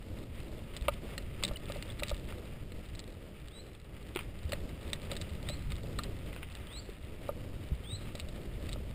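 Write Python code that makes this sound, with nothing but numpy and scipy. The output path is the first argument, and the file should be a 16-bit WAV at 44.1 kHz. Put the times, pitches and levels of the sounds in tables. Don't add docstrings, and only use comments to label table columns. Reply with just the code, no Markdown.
import sys
import numpy as np
from scipy import signal
from scipy.fft import rfft, irfft
from scipy.io import wavfile

SR = 44100
rng = np.random.default_rng(int(sys.argv[2]) if len(sys.argv) > 2 else 0)


def put_to_file(sound):
    columns = np.atleast_2d(sound).T
    safe = np.clip(columns, -1, 1)
    whole_steps = np.round(safe * 32767)
    wavfile.write(sys.argv[1], SR, whole_steps.astype(np.int16))


N = 394254
TIME = np.arange(N) / SR

# (f/Hz, level per Hz/dB)
WIND_SPECTRUM = [(8, -2.5), (20, -6.5), (35, -3), (60, -2.5), (85, -3.5), (150, -11), (300, -22.5),
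                 (800, -47)]
TYRE_SPECTRUM = [(50, -9), (120, -7), (200, 1.5), (260, -3), (330, -1), (470, -4), (590, -4.5),
                 (740, -15.5), (1000, -20.5), (2000, -27.5)]
GRASS_SPECTRUM = [(400, 0), (900, -2), (1050, -4.5), (1240, 2.5), (1500, -4), (2000, 1), (2450, 0.5),
                  (2900, 0.5), (3300, -3), (3800, -6), (4200, -18.5), (4900, -8), (5500, -14), (6000, -7.5)]

# (t/s, level/dB)
BUFFETING_CURVE = [(0.0, -44.5), (0.79, -47), (0.94, -44.5), (2.99, -46.5), (3.14, -51.5), (4.01, -50.5),
                   (4.68, -43), (5.0, -47), (5.57, -40.5), (6.18, -42), (6.4, -47), (7.09, -49),
                   (7.47, -45.5), (8.17, -45.5), (8.61, -42), (8.94, -42.5)]
# (t/s, level/dB)
SWISH_CURVE = [(0.0, -62), (1.07, -59.5), (1.67, -56), (3.48, -62.5), (5.25, -56), (5.98, -58.5),
               (6.62, -55), (7.02, -60.5), (7.59, -57.5), (8.02, -60.5), (8.46, -59.5), (8.94, -58.5)]
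# (t/s, length/s)
GRASS_TUFTS = [(0.402, 0.12), (0.73, 0.11), (1.117, 0.11), (1.736, 0.084), (2.308, 0.043), (2.88, 0.08),
               (4.207, 0.044), (7.28, 0.037), (8.065, 0.13), (8.67, 0.037)]

# (f/Hz, level/dB, time to fade by 60 dB/s)
STEEL_MODES = [(1210, -10.5, 0.016), (1907, -2.5, 0.012), (2620, 0, 0.0064), (2813, -1.5, 0.014),
               (3656, 1.5, 0.0073), (4042, -4.5, 0.019), (4540, -2.5, 0.005), (5630, -15, 0.016)]
PLASTIC_MODES = [(900, -4, 0.0069), (1430, -5.5, 0.0091), (2070, -3, 0.011), (2490, 3.5, 0.0048),
                 (3140, -2, 0.0041)]
FRAME_MODES = [(573, 5, 0.036), (906, -12, 0.052), (1223, 0, 0.035), (1374, -15, 0.057), (1820, -14, 0.01)]

# (t/s, level/dB, brightness/dB per octave)
CHAIN_SLAPS = [(.766, -31.5, 10.5), (1.179, -27.5, 3.5), (1.4363, -17.5, 4), (1.449, -25.5, 5),
               (1.4795, -28, 11), (1.825, -30, 2), (1.996, -33.5, -3), (2.0338, -22, 1), (2.083, -32, 6.5),
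               (2.0946, -26.5, 13), (2.72, -38, -3), (2.951, -37.5, 8), (2.9929, -33, 12.5),
               (4.5206, -24, 0), (4.533, -25.5, -1.5), (4.932, -21, 2), (5.1157, -26, 3.5),
               (5.1661, -29.5, 7.5), (5.214, -31, 7.5), (5.4881, -26.5, 0.5), (5.496, -32, 10.5),
               (5.72, -31.5, 3.5), (5.988, -29, 7.5), (6.0355, -29.5, 7.5), (8.153, -32.5, 3),
               (8.198, -28.5, 8.5), (8.287, -39.5, 5.5), (8.692, -34.5, 6), (8.7295, -31, 10.5)]
FITTING_CLACKS = [(0.8829, -16.5, -2), (1.427, -28.5, -2), (1.685, -36.5, 2.5), (2.324, -34.5, -4.5),
                  (4.1604, -22.5, -1), (4.171, -27, 1), (4.1908, -26.5, 3.5), (6.3293, -35.5, 1),
                  (6.363, -33, -1.5), (6.43, -31.5, 7)]
FRAME_KNOCKS = [(0.8834, -18, -2), (1.510, -34, -5), (1.698, -32, -5.5), (1.759, -33.5, -13),
                (2.022, -29.5, -7), (2.113, -28, -8), (4.528, -28, -11), (5.118, -33, -11),
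                (5.498, -33.5, -22), (5.990, -27.5, 27), (7.2899, -24, -3), (8.150, -38, -17),
                (8.758, -37.5, -6)]

# (t/s, level/dB, f/Hz, time to fade by 60 dB/s)
LOW_THUMPS = [(0.817, -25, 56.3, .1), (1.512, -24.5, 45, 0.075), (2.122, -25, 42.3, 0.16),
              (4.159, -22.5, 358, 0.032), (4.452, -29, 74.6, 0.15), (5.315, -31.5, 75, 0.14),
              (5.690, -34.5, 117, 0.096), (6.890, -31, 410, 0.026), (7.718, -22, 64, 0.16),
              (7.719, -31, 136, .09), (7.928, -29, 95, .16)]
METAL_PINGS = [(1.4495, -15.5, 3670, 0.013), (1.5585, -32.5, 2940, 0.04), (1.901, -30, 3470, 0.015)]

# (t/s, length/s, level/dB, pitch before the last flick f/Hz, bow)
BIRD_CALLS = [(3.502, 0.11, -49.5, 3930, 4.1), (5.440, 0.11, -46, 4080, 2.1),
              (6.682, .123, -44.5, 4420, 1.2), (7.836, 0.13, -41.5, 3970, 1.8)]

WIND_DB, SWISH_DB, RATTLE_DB, TUFT_DB = 2.0, 3.5, -7.5, 6.5
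RUMBLE_DB, USUAL_BUFFETING_DB, RUMBLE_FOLLOWS = -51, -45, 0.46

SHAKE_BUILD_S, SHAKE_SETTLE_S, FULL_SHAKE_DB = 0.034, 0.044, -23.5
SHAKE_WIND_DB, SHAKE_TYRES_DB, SHAKE_SWISH_DB, SHAKE_RATTLE_DB = 2.5, 2, 2.5, 7

CRACK_HZ, CRACK_S = 3300, 0.000215
REBOUND_S, REBOUND_DOUBLES_DB = 0.0023, 7
REBOUND_DB, GLANCING_DB = -11.5, 0.6259
CHAIN_TO_FRAME_DB, CHAIN_TO_FRAME_BRIGHT_DB = -18.5, -0.5

CALL_START_HZ, FLICK_HZ, FLICK_S = 3000, 520, 0.0091
CALL_PEAK_AT, CALL_START_DB, CALL_END_DB = 0.74, -14, -3

CAMERA_RATE, EDGE_HZ = 12000, 15380


def gain_of(db):
    return 10 ** (np.asarray(db) / 20)


def evened(x):
    return x / np.sqrt(np.mean(x ** 2) + 1e-20)


def add(mix, s, sound):
    part = mix[round(s * SR):][:len(sound)]
    part += sound[:len(part)]


def coloured(x, spectrum):
    hz, db = np.transpose(spectrum)
    bins = np.fft.rfftfreq(N, 1 / SR)
    level_db = np.interp(np.log(bins + 1), np.log(hz), db)
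    return evened(irfft(rfft(x) * gain_of(level_db), N))


def wander(per_s):
    bins = np.fft.rfftfreq(N, 1 / SR)
    slow = rfft(rng.standard_normal(N)) / (1 + (bins / per_s) ** 4)
    return evened(irfft(slow, N))


def grains(per_s, spread_db):
    struck = rng.random(N) < per_s / SR
    sign = rng.choice([-1, 1], N)
    size_db = spread_db * np.minimum(rng.exponential(1, N), 4)
    return struck * sign * gain_of(size_db)


def ring(modes, bright_db, scatter_db, detune):
    hz, db, t60 = np.transpose(modes)[:, :, None]
    t = np.arange(SR // 10) / SR
    size, shift = rng.standard_normal((2, len(hz), 1))
    sign = (-1) ** np.arange(len(hz))[:, None]
    level_db = db + bright_db * np.log2(hz / hz[0]) + scatter_db * size
    tones = np.sin(2 * np.pi * hz * (1 + detune * shift) * t)
    wave = (sign * gain_of(level_db - 60 * t / t60) * tones).sum(0)
    return wave / abs(wave).max()


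def shake():
    times = np.arange(0, N / SR, 1 / 200)
    s, db, _ = np.transpose(CHAIN_SLAPS + FRAME_KNOCKS + FITTING_CLACKS)[:, :, None]
    near = np.exp(-np.maximum((s - times) / SHAKE_BUILD_S, (times - s) / SHAKE_SETTLE_S))
    strength = (gain_of(db - FULL_SHAKE_DB) * near).sum(0)
    return np.interp(TIME, times, np.tanh(strength))


def wind(level_db):
    lumps = gain_of(1.3 * wander(14))
    return gain_of(level_db) * evened(coloured(rng.standard_normal(N), WIND_SPECTRUM) * lumps)


def tyres(level_db):
    thuds = evened(grains(900, spread_db=3.5)) + 0.91 * rng.standard_normal(N)
    uneven = gain_of(2.37 * wander(5.6))
    return gain_of(level_db) * coloured(thuds * uneven, TYRE_SPECTRUM)


def grass(level_db):
    brush = coloured(rng.standard_normal(N) * gain_of(2.4 * wander(27)), GRASS_SPECTRUM)
    snaps = coloured(grains(300, spread_db=3) * gain_of(3.6 * wander(34)), GRASS_SPECTRUM)
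    tuft_db = TUFT_DB * sum(np.exp(-(2 * (TIME - s) / length) ** 2) for s, length in GRASS_TUFTS)
    return gain_of(level_db + tuft_db) * evened(brush + 0.48 * snaps)


def rattle(level_db):
    parts = [ring(STEEL_MODES, bright_db=3, scatter_db=3, detune=.035) for _ in range(6)]
    ticks = sum(signal.oaconvolve(grains(3.6, spread_db=3.5), part)[:N] for part in parts)
    return gain_of(level_db) * evened(ticks)


def slaps(rows, modes):
    out, t = np.zeros(N), np.arange(SR // 10) / SR
    contact = t - 2 * CRACK_S
    crack = np.exp(-(contact / CRACK_S) ** 2) * np.cos(2 * np.pi * CRACK_HZ * contact)
    for s, db, bright_db in rows:
        rebound_s = REBOUND_S * 2 ** (bright_db / REBOUND_DOUBLES_DB)
        rebound_db = db + REBOUND_DB + GLANCING_DB * bright_db
        slap, second = (ring(modes, bright_db, scatter_db=2.5, detune=.025) for _ in range(2))
        fading_noise = rng.standard_normal(len(t)) * gain_of(-60 * t / 0.038)
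        shiver = signal.fftconvolve(slap, fading_noise)
        add(out, s, gain_of(db - 6.0) * crack)
        add(out, s, gain_of(db) * slap)
        add(out, s + rebound_s, gain_of(rebound_db) * second)
        add(out, s, gain_of(db - 9.0) * shiver / abs(shiver).max())
    return out


def frame():
    out, t = np.zeros(N), np.arange(SR // 10) / SR
    from_chain = [(s, db + CHAIN_TO_FRAME_DB, CHAIN_TO_FRAME_BRIGHT_DB) for s, db, _ in CHAIN_SLAPS]
    soft_start = 1 - np.exp(-t / 0.0011)
    for s, db, bright_db in FRAME_KNOCKS + from_chain:
        knock = ring(FRAME_MODES, bright_db, scatter_db=1, detune=.005)
        add(out, s, gain_of(db + 4) * soft_start * knock)
    return signal.sosfilt(signal.butter(4, 470, "highpass", fs=SR, output="sos"), out)


def notes(rows, rise_s):
    out, t = np.zeros(N), np.arange(SR // 4) / SR
    soft_start = 1 - np.exp(-t / rise_s)
    for s, db, hz, t60 in rows:
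        add(out, s, gain_of(db - 60 * t / t60) * np.sin(2 * np.pi * hz * t) * soft_start)
    return out


def whistle(length, peak_db, top_hz, bow):
    t = np.arange(0, length, 1 / SR)
    climb = 1 - np.maximum(1 - t / length, 0) ** bow
    flick = FLICK_HZ * np.exp((t - length) / FLICK_S)
    hz = CALL_START_HZ + (top_hz - CALL_START_HZ) * climb + flick
    db = peak_db + np.interp(t / length, [0, CALL_PEAK_AT, 1], [CALL_START_DB, 0, CALL_END_DB])
    tone = np.sin(2 * np.pi * np.cumsum(hz) / SR)
    return gain_of(db) * tone * signal.windows.tukey(len(t), .08)


def bird():
    song, t = np.zeros(N), np.arange(SR // 2) / SR
    for s, *call in BIRD_CALLS:
        add(song, s, whistle(*call))
    leaves = rng.standard_normal(len(t)) * gain_of(-60 * t / 0.51)
    scattered = signal.fftconvolve(song, leaves / np.linalg.norm(leaves))[:N]
    return song + gain_of(-8.5) * scattered


def scene():
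    buffet_db = np.interp(TIME, *np.transpose(BUFFETING_CURVE))
    swish_db = np.interp(TIME, *np.transpose(SWISH_CURVE))
    tyre_db = RUMBLE_DB + RUMBLE_FOLLOWS * (buffet_db - USUAL_BUFFETING_DB)
    shaken = shake()
    air = wind(buffet_db + WIND_DB + SHAKE_WIND_DB * shaken)
    rolling = tyres(tyre_db + SHAKE_TYRES_DB * shaken)
    rolling += grass(swish_db + SWISH_DB + SHAKE_SWISH_DB * shaken)
    rolling += rattle(swish_db + RATTLE_DB + SHAKE_RATTLE_DB * shaken)
    blows = slaps(CHAIN_SLAPS, STEEL_MODES) + slaps(FITTING_CLACKS, PLASTIC_MODES) + frame()
    single_notes = notes(LOW_THUMPS, rise_s=0.00093) + notes(METAL_PINGS, rise_s=0.0011)
    return (air + rolling + blows + single_notes + bird())[None]


def record(dry):
    smooth = signal.oaconvolve(dry[0], signal.firwin(61, 5400, fs=SR), "same")
    coarse = signal.resample_poly(smooth, 4 * CAMERA_RATE, SR)[::4]
    held = np.repeat(coarse, 4)
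    steps = signal.resample_poly(held, SR, 4 * CAMERA_RATE)[:N]
    band_limit = signal.firwin(161, EDGE_HZ, window=("kaiser", 7), fs=SR)
    return signal.oaconvolve(steps, band_limit, "same")[None]


dry = scene()
out = record(dry)
put_to_file(out)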